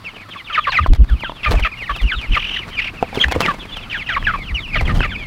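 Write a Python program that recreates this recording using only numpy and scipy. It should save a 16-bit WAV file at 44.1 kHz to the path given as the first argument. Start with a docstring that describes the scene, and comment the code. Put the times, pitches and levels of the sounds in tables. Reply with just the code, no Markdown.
"""A flock of young chickens peeps and clucks round a feed trough in a small pen on grass.
Each peep is a falling whistle; in startled birds the voice breaks into a low, raspy cluck. Two birds trill.
One flaps past close by: its wings puff air on the microphone, feathers swish, and feet and wings knock
on the trough. The pen's panels add a short echo. Behind it all are outdoor air and rustling grass,
and near the end the camera is swung round and rumbles."""
import sys
import numpy as np
from scipy import signal
from scipy.fft import rfft, irfft
from scipy.io import wavfile
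from scipy.ndimage import uniform_filter1d, minimum_filter1d, map_coordinates

SR = 44100
rng = np.random.default_rng(int(sys.argv[2]) if len(sys.argv) > 2 else 0)


def pcm_store(signal):
    """Save signal as 16-bit PCM."""
    levels = np.round(np.clip(np.atleast_2d(signal), -1, 1) * 32767)
    wavfile.write(sys.argv[1], SR, levels.astype(np.int16).T)


N = 232074
T = np.arange(N) / SR
PEEP_BOOST_DB = 2.1  # added to the peeps of the nearby birds

# wing beats: t/s, puff level/dB, swirl rate/Hz, feather level/dB
WING_BEATS = [(.826, -14, 69.4, -34.5), (.913, 5, 54.8, -33), (1.016, 8, 53.2, -44.5),
              (1.13, -7.5, 47.5, -61), (1.495, -14, 60.3, -46), (1.559, -8, 46.4, -33.5),
              (1.629, -14, 59, -60), (1.924, -21, 43.6, -38), (2.047, -8, 47, -62),
              (2.177, -19.5, 47.8, -40.5), (2.318, -9.5, 39.7, -39.5), (3.278, -16.5, 60, -23.5),
              (3.369, -19.5, 82.6, -23), (4.538, -17.5, 60.3, -56)]
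# tone colour of brushing feathers: f/Hz, level/dB
FEATHER_COLOUR = [(100, -2.5), (500, 7.5), (1300, 8), (2500, -2.5), (4300, -2), (7000, -15), (12000, -20),
                  (16000, -24)]
# tone colour of the air hissing in a hoarse call: f/Hz, level/dB
BREATH_COLOUR = [(400, -22.5), (1200, 1), (3000, 6.5), (4500, -8.5), (7000, -28.5), (15000, -32.5)]
# how well throat and beak let overtones (multiples of the pitch) through: f/Hz, gain/dB
THROAT_FILTER = [(2300, -11), (3100, -5), (4000, -19), (5200, -25), (7000, -31), (14000, -46)]


def undb(db):
    """Turn decibels into a factor to multiply by."""
    return 10 ** (np.asarray(db) / 20)


def unit(x):
    """Scale to an average strength (rms) of 1."""
    return x / np.sqrt(np.mean(x ** 2) + 1e-18)


def add(track, start, sound):
    """Mix a sound in at its start time in seconds."""
    i = max(int(start * SR), 0)
    part = sound[:max(N - i, 0)]
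    track[i:i + len(part)] += part


def noise(colour, n=N):
    """Noise of strength 1 with a given tone colour."""
    hz, db = np.transpose(colour)
    all_hz = np.arange(n // 2 + 1) * SR / n
    gain = undb(np.interp(np.log(all_hz + 1), np.log(hz), db))
    return unit(irfft(rfft(rng.standard_normal(n)) * gain, n))


def wander(n, rate):
    """A smooth random wobble, about 1 in size, that changes `rate` times a second."""
    place = np.arange(n) * rate / SR
    points = rng.standard_normal(int(place[-1]) + 2)
    return map_coordinates(points, [place], order=2, mode="nearest")


def progress(length):
    """A ramp, called u below, from 0 to 1 over `length` seconds."""
    return np.linspace(0, 1, max(int(length * SR), 20))


def edges(u, length, rise, fall):
    """Fade in over `rise` seconds and out over `fall` seconds."""
    fade_in = np.sin(np.pi / 2 * np.clip(u * length / rise, 0, 1))
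    fade_out = np.sin(np.pi / 2 * np.clip((1 - u) * length / fall, 0, 1))
    return fade_in * fade_out


def look_up(x, table):
    """Read a two-column table at x, joining its rows with straight lines."""
    return np.interp(x, *np.transpose(table))


def outdoor_air():
    """The soft, wavering rush of the open air."""
    # tone colour: f/Hz, level/dB
    air_colour = [(30, -55), (100, 10.5), (200, -6), (500, -17), (1150, 0.5), (1600, -9), (2600, -12),
                  (4500, -11), (6500, -27.5), (10000, -25.5), (16000, -32)]
    return undb(-44 + wander(N, 5.4)) * noise(air_colour)


def grass_rustle():
    """Feet and clothes brush through the grass."""
    # strength of the brushing: t/s, level/dB
    brushing = [(.05, -46.5), (1.42, -45.5), (1.52, -25.5), (1.75, -48.5), (2.0, -42.5), (2.65, -40),
                (3.08, -42.5), (3.45, -25.5), (3.65, -41.5), (4.7, -43.5), (4.93, -33.5), (5.1, -41.5)]
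    # tone colour: f/Hz, level/dB
    rustle_colour = [(60, -14), (170, 8), (450, -1.5), (800, -3), (1250, -4), (2200, -6.5), (4500, -22.5),
                     (7000, -26), (16000, -41.5)]
    return undb(look_up(T, brushing) + 4.53 * wander(N, 90)) * noise(rustle_colour)


def camera_rumble():
    """The camera rumbles as it moves through the air."""
    # strength of the rumble: t/s, level/dB
    swings = [(.35, -47.5), (1.0, -19.5), (1.35, -38), (2.3, -30), (2.95, -35), (4.05, -34), (4.2, -24),
              (4.7, -28.5), (4.83, -12), (4.98, -8), (5.04, -20), (5.26, -26.5)]
    # tone colour: f/Hz, level/dB
    rumble_colour = [(12, -27), (28, 1.5), (60, -10), (100, -11), (200, -18.5), (400, -34), (1000, -43),
                     (3000, -108)]
    return undb(look_up(T, swings) - 2.5) * noise(rumble_colour)


def pen_echo(sound, echo_db=-15.5, ring_s=0.083):
    """The sound plus its quickly dying bounces off the panels and roof."""
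    t = np.arange(SR // 2) / SR
    echoes = rng.standard_normal(len(t)) ** 3 * undb(-60 * t / ring_s) * (t > .004)
    echoes = signal.sosfilt(signal.butter(2, 5000, fs=SR, output="sos"), echoes)
    voice_gain = np.abs(rfft(echoes))[500:1750]  # 1000 to 3500 Hz, where the birds call
    echoes /= np.sqrt(np.mean(voice_gain ** 2))
    return sound + undb(echo_db) * signal.fftconvolve(sound, echoes)[:N]


def trough_knocks(ring_cycles=13, contact_s=0.00028):
    """Feet and wings hit the trough: a click and a few tones that die away fast."""
    # knocks: t/s, level/dB, main f/Hz, click level within the knock/dB
    hits = [(.862, -13.5, 900, -32), (1.236, -26.5, 790, -30), (1.296, -26, 840, -28),
            (1.32, -33, 800, -10), (1.514, -24, 420, -9), (1.541, -24.5, 557, -20),
            (1.594, -30.5, 770, -14), (3.027, -13.5, 628, -14), (3.129, -31, 674, -18),
            (3.174, -22.5, 343, -22), (3.318, -36, 610, 4), (3.362, -19, 418, -9), (3.406, -32, 1260, 23.5),
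            (3.462, -13.5, 2460, -7), (4.227, -26, 1540, -17), (4.811, -28.5, 640, -17),
            (5.006, -17, 1320, -10.5)]
    # tones the trough rings with: multiple of the main f, level/dB
    tones = [(.42, -2), (.78, 4.5), (1.15, 9.5), (2.05, -7), (3.6, -51)]
    out, t = np.zeros(N), np.arange(SR // 8) / SR
    click_noise = noise(FEATHER_COLOUR)
    build_up = 1 - np.exp(-t / contact_s)  # feet and wings are soft
    for start, db, main_hz, click_db in hits:
        fade_db = -60 * t * main_hz / ring_cycles
        ring = sum(undb(tone_db + fade_db) * np.sin(2 * np.pi * multiple * main_hz * t)
                   for multiple, tone_db in tones)
        click = np.roll(click_noise, -int(start * SR))[:len(t)] * undb(click_db - 60 * t / 0.0077)
        add(out, start, undb(db + 5) * (ring * build_up + click))
    return out


def feather_swishes(lag_s=0.0346, swish_s=0.019):
    """Feathers scrape in quick, grainy strokes, after each wing beat and against grass and wire."""
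    # feet and feathers on grass and wire: t/s, length/s, level/dB
    scrapes = [(0.933, 0.0043, -16), (1.04, .012, -32.5), (1.097, 0.006, -35), (1.203, .014, -38.5),
               (1.506, 0.025, -26.5), (2.011, 0.031, -41.5), (2.133, 0.0067, -32.5), (2.679, 0.032, -41.5),
               (3.144, 0.12, -38.5), (3.282, 0.0056, -22), (3.762, 0.022, -41), (4.808, 0.022, -36.5),
               (4.942, 0.068, -39)]
    wings = [(beat + lag_s, swish_s, feather_db) for beat, _, _, feather_db in WING_BEATS]
    strokes = np.zeros(N)
    for start, length, db in wings + scrapes:
        u = progress(length)
        add(strokes, start, undb(db + 10 * (1 - u)) * edges(u, length, rise=0.0045, fall=0.0035))
    return strokes * noise(FEATHER_COLOUR) * undb(5.2 * wander(N, 700) - 1.5)


def wing_puffs(gust_s=.085):
    """Each wing beat rolls a few slow, uneven swirls of air over the microphone."""
    out, u = np.zeros(N), progress(gust_s)
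    for beat, db, swirl_hz, _ in WING_BEATS:
        uneven_hz = swirl_hz * (1 + 0.31 * wander(len(u), 123.3))
        phase = 2 * np.pi * (np.cumsum(uneven_hz) / SR + rng.random())
        swirls = np.sqrt(2) * np.sin(phase) + 0.11 * wander(len(u), 641.8)
        add(out, beat - gust_s / 2, undb(db) * swirls * np.sin(np.pi * u) ** 2)
    return out


def voice_phase(hz, jitter):
    """How far the thin skin in a bird's voice box is through its cycles, which are never quite even."""
    return 2 * np.pi * np.cumsum(hz * (1 + jitter * wander(len(hz), 580.7))) / SR


def hoarseness(when):
    """How raspy the flock's voices are at a given moment, in dB."""
    # startled birds get hoarse: t/s, rasp level/dB
    alarm = [(.1, -18), (.55, -4), (.73, -10), (1.25, -23), (1.45, 4), (1.65, -8), (1.75, -44), (2.12, -8),
             (2.34, -2.5), (2.8, -13.5), (3.9, -1), (4.55, -35), (4.75, -5), (5.2, -11)]
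    return look_up(when, alarm)


def whistle(hz, rasp_db, overtone_step_db=7.5):
    """A strong tone with weak overtones; rasp makes the voice flutter and adds hiss."""
    phase, n = voice_phase(hz, jitter=.02), len(hz)
    wave = np.sin(phase)
    for k in range(2, 5):
        wave += undb(look_up(k * hz, THROAT_FILTER) - overtone_step_db * (k - 2)) * np.sin(k * phase)
    flutter = wander(n, 1500) * np.sin(phase) + wander(n, 1500) * np.cos(phase)
    return np.sqrt(2) * wave + undb(rasp_db) * unit(flutter + noise(BREATH_COLOUR, n))


def peep(length, top_hz, end_hz, db, loudest_at, rasp_db):
    """A whistle that peaks in pitch, swells as it slides down, then fades."""
    top_at, arc = .1, 1.45  # highest pitch a tenth of the way in; bend of the slide in radians
    u = progress(length)
    slide = (np.sin(arc * (u - top_at)) / np.sin(arc * (1 - top_at))) ** 2
    hz = top_hz * (end_hz / top_hz) ** slide * (1 + .012 * wander(len(u), 130))
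    swell_db = np.interp(u, [0, np.clip(loudest_at, .05, .95), 1], [-12, 0, -6.5])
    wave = whistle(hz, rasp_db) * undb(db + swell_db + 2 * wander(len(u), 267))
    return wave * edges(u, length, rise=0.0035, fall=0.0048)


def cluck(from_hz, length, hz, db, overtone_db, rasp_db):
    """The voice drops suddenly, then sinks towards its lowest note as it fades and grows raspier."""
    break_s, sink_s, lowest_hz = 0.00181, 0.046, 958.6
    fade_db_per_s, rasp_db_per_s = 241, 118
    u = progress(length + 0.0058)
    t = np.arange(len(u)) / SR
    sinking_hz = lowest_hz + (hz - lowest_hz) * np.exp(-t / sink_s)
    pitch = sinking_hz + (from_hz - hz) * np.exp(-t / break_s)
    phase = voice_phase(pitch, jitter=0.04)
    wave = np.sqrt(2) * (np.sin(phase) + undb(overtone_db) * np.sin(2 * phase))
    for k in range(3, 6):
        wave += undb(look_up(k * pitch, THROAT_FILTER) - 15.5) * np.sin(k * phase)
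    rasp = undb(rasp_db + rasp_db_per_s * t)
    wave += rasp * undb(-7) * noise(BREATH_COLOUR, len(u))
    # unequal cycles add rough tones halfway between the multiples of the pitch
    for k, half_db in enumerate([-10, 0, -25, -22]):
        strength = rasp * undb(half_db) * (1 + 0.55 * wander(len(u), 425))
        wave += strength * np.sin((k + .5) * phase + 0.5 * wander(len(u), 395))
    return wave * undb(db - fade_db_per_s * t) * edges(u, length, rise=0.0061, fall=0.0031)


def far_peeps(count=90):
    """Fainter birds peep at the back of the pen; the deepest slides break into clucks."""
    out = np.zeros(N)
    for k, (when, height, span, distance, slide) in enumerate(rng.random((count, 5))):
        start, length = (k + when) / count * N / SR, .04 + .04 * span
        top_hz, drop = 2400 + 1300 * height, .14 + .22 * slide
        end_hz, far_db = top_hz * (1 - drop), -6 * distance
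        add(out, start, peep(length, top_hz, end_hz, db=far_db - 36.5, loudest_at=0.42, rasp_db=-5))
        if drop > .31:
            low_note = cluck(end_hz, length / 2, hz=1397, db=far_db - 39.5, overtone_db=-11, rasp_db=-16)
            add(out, start + length, low_note)
    return out


def trills(unevenness=.13):
    """A held, breathy whistle whose pitch dips some forty times a second, louder on each way down."""
    # trills: t/s, length/s, warble rate/Hz, top f/Hz, depth of dip/Hz, level/dB
    calls = [(2.316, 0.284, 40.7, 3050, 627, -24.5), (2.782, 0.12, 37.7, 2774, 760, -24.5)]
    out = np.zeros(N)
    for start, length, rate, top_hz, dip_hz, db in calls:
        u = progress(length)
        turns = np.cumsum(rate * (1 + unevenness * wander(len(u), 90.8))) / SR
        dip = (1 - np.abs(np.sin(np.pi * turns))) * (.85 + .3 * wander(len(u), 40))
        hz = (top_hz - dip_hz * dip) * (1 + .03 * wander(len(u), 450))
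        wave = whistle(hz, rasp_db=-6)
        throb_db = -4 * np.sin(2 * np.pi * turns) + 2 * wander(len(u), 204)
        add(out, start, wave * undb(db - 2 + throb_db) * edges(u, length, rise=0.0033, fall=0.0091))
    return out


def startled_clucks():
    """A startled bird's peep slides down until it breaks into its low voice."""
    # the peep: t/s, length/s, top f/Hz, end f/Hz, level/dB, loudest point/share of length;
    # then its cluck: length/s, f/Hz, level/dB, overtone level/dB, rasp level/dB
    calls = [(0.306, 0.051, 3600, 1560, -35, 0.6, 0.015, 1155, -26, -14, -15),
             (0.444, 0.054, 3690, 2050, -32.5, 0.85, 0.048, 1440, -24, -6, -8.5),
             (0.525, 0.051, 3170, 1388, -19.5, 0.55, 0.018, 1305, -8, -16.5, -11),
             (0.625, 0.044, 3400, 1610, -27, 0.65, 0.025, 1210, -11.5, -24, -7.5),
             (0.69, 0.029, 4480, 3710, -30, 0.7, 0.034, 1970, -20.5, -6.5, 1.5),
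             (0.74, 0.045, 2670, 1910, -13, 0.88, 0.01, 1260, -6, -17, -16),
             (1.068, 0.022, 2690, 2130, -50, 1, 0.055, 1796, -30.5, -22, -29),
             (1.189, 0.054, 3090, 1944, -29, 1, 0.034, 1737, -22.5, -2.5, -29),
             (1.43, 0.028, 2695, 1975, -18.5, 0.78, 0.023, 1309, -14, -3, -5.5),
             (1.624, 0.023, 2940, 2064, -19, 0.79, 0.026, 1367, -15.5, -1.5, -2),
             (1.839, 0.054, 3030, 1676, -30.5, 0.75, 0.026, 1199, -14.5, -25, -9),
             (2.06, 0.055, 2944, 1934, -22.5, 1, 0.035, 1760, -16.5, -4, -22),
             (2.319, 0.045, 2980, 1930, -19, 0.8, 0.015, 1275, -12.5, -17, -6),
             (2.515, 0.046, 3060, 2630, -28, 0.43, 0.0088, 2050, -19, -11, -24),
             (3.197, 0.041, 3280, 3130, -12, 0.48, 0.0052, 1814, -0.5, -21, -9),
             (3.416, 0.064, 2726, 1773, -21, 0.34, 0.036, 1266, -12, -22, -9.5),
             (3.896, 0.045, 3110, 2160, -24.5, 0.83, 0.0316, 1970, -18, -18, -12),
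             (4.061, 0.028, 2890, 2370, -26, 0.47, 0.052, 1910, -15.5, -14.5, -9),
             (4.12, 0.043, 3380, 1736, -22, 0.84, 0.017, 1169, -11.5, -15, -12),
             (4.238, 0.029, 3120, 2230, -25.5, 0.57, 0.045, 1830, -9.5, -16.5, -16.5),
             (4.288, 0.048, 2470, 1910, -32, 0.99, 0.024, 1180, -15.5, -16, -13.5),
             (4.725, 0.028, 2510, 2260, -19, 1, 0.02, 1337, -19.5, -10, 3.5),
             (4.85, 0.041, 3300, 1796, -24.5, 1, 0.026, 1350, -21, -20, -1.5),
             (4.991, 0.036, 3180, 2353, -23.5, 0.81, 0.037, 1450, -20, -4.5, -2),
             (5.094, 0.019, 2490, 2060, -29.5, 0.81, 0.026, 1770, -26.5, -9, -11)]
    out = np.zeros(N)
    for start, length, top_hz, end_hz, db, loudest_at, *low_voice in calls:
        high_note = peep(length, top_hz, end_hz, db, loudest_at, rasp_db=hoarseness(start) - 4.5)
        add(out, start, undb(PEEP_BOOST_DB) * high_note)
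        add(out, start + length - .001, cluck(end_hz, *low_voice))
    return out


def near_peeps():
    """The birds round the trough all peep across each other."""
    # peeps: t/s, length/s, top f/Hz, end f/Hz, level/dB, loudest point/share of length
    calls = [(0.046, 0.049, 2750.0, 2060, -27.5, 0.47), (0.184, 0.057, 2500, 2120, -40, 0.37),
             (0.364, 0.054, 2640, 1970, -34.5, 0.8), (0.586, 0.051, 3550.0, 3070.0, -35.5, 0.54),
             (0.796, 0.064, 2730.0, 1360, -30, 0.41), (1.108, 0.048, 3460, 2650, -43, 0.35),
             (1.286, 0.039, 3700, 3270, -40.5, 0.72), (1.562, 0.046, 2660.0, 2015, -29, 0.5),
             (1.715, 0.033, 2640, 2060.0, -29, 0.3), (1.772, 0.079, 2900, 1810, -28, 0.74),
             (1.919, 0.047, 3200, 2510, -30.5, 0.89), (1.942, 0.071, 3710, 1960, -31, 1),
             (1.985, 0.071, 3700, 2630.0, -33.5, 0.8), (2.143, 0.063, 3790, 3030, -31.5, 0.45),
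             (2.182, 0.085, 2850, 2010, -30, 0.69), (2.57, 0.071, 3440.0, 1970, -30.5, 0.89),
             (2.727, 0.065, 3160, 2540, -32, 0.36), (2.769, 0.039, 2506, 1946, -17.5, 0.55),
             (2.969, 0.037, 2850, 2390.0, -32.0, 0.7), (3.142, 0.054, 3590, 2080.0, -27.5, 1),
             (3.286, 0.068, 2670, 1990, -30, 0.4), (3.592, 0.07, 3450, 2110, -36.5, 0.27),
             (3.716, 0.035, 3450, 3500, -29.5, 0.55), (3.755, 0.045, 3210.0, 2490, -30.5, 0.31),
             (3.949, 0.085, 3460, 1970, -26.5, 1), (4.313, 0.13, 2650.0, 2020, -34, 0.84),
             (4.453, 0.071, 3160.0, 1740, -31.5, 0.48), (4.543, 0.057, 2985, 2055, -22, 0.14),
             (4.588, 0.088, 3680, 2400, -31.5, 0.7), (4.668, 0.068, 2810.0, 2050, -31, 0.37),
             (4.753, 0.066, 3200, 1866, -23, 0.72), (5.028, 0.034, 2790.0, 1736, -23.0, 0.61),
             (5.07, 0.03, 2800, 2190.0, -31, 1), (5.093, 0.073, 3500, 2700, -35.5, 0.27),
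             (5.143, 0.029, 2510, 2210, -25.5, 0.49), (5.147, 0.12, 2560, 2090, -33.5, 0.58)]
    out = np.zeros(N)
    for start, *shape in calls:
        add(out, start, undb(PEEP_BOOST_DB) * peep(*shape, rasp_db=hoarseness(start) - 5.5))
    return out


def scene():
    """The flock in its echoing pen, with wing puffs and background, in one channel."""
    voices = near_peeps() + startled_clucks() + trills() + far_peeps()
    flock = pen_echo(voices + feather_swishes() + trough_knocks())
    return (flock + wing_puffs() + camera_rumble() + grass_rustle() + outdoor_air())[None]


def record(dry, limit=.5, top_hz=15900):
    """Strong gusts turn the volume down; short peaks are flattened and the highest treble is cut."""
    loudness = uniform_filter1d(np.abs(dry), int(0.061 * SR))
    held_gain = minimum_filter1d(limit / np.maximum(loudness, limit), int(0.052 * SR))
    smooth_gain = uniform_filter1d(held_gain, int(0.022 * SR))
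    limited = np.clip(dry * smooth_gain, -1, 1)
    return signal.sosfilt(signal.ellip(10, .2, 80, top_hz, fs=SR, output="sos"), limited)


dry = scene()
out = record(dry)
pcm_store(out)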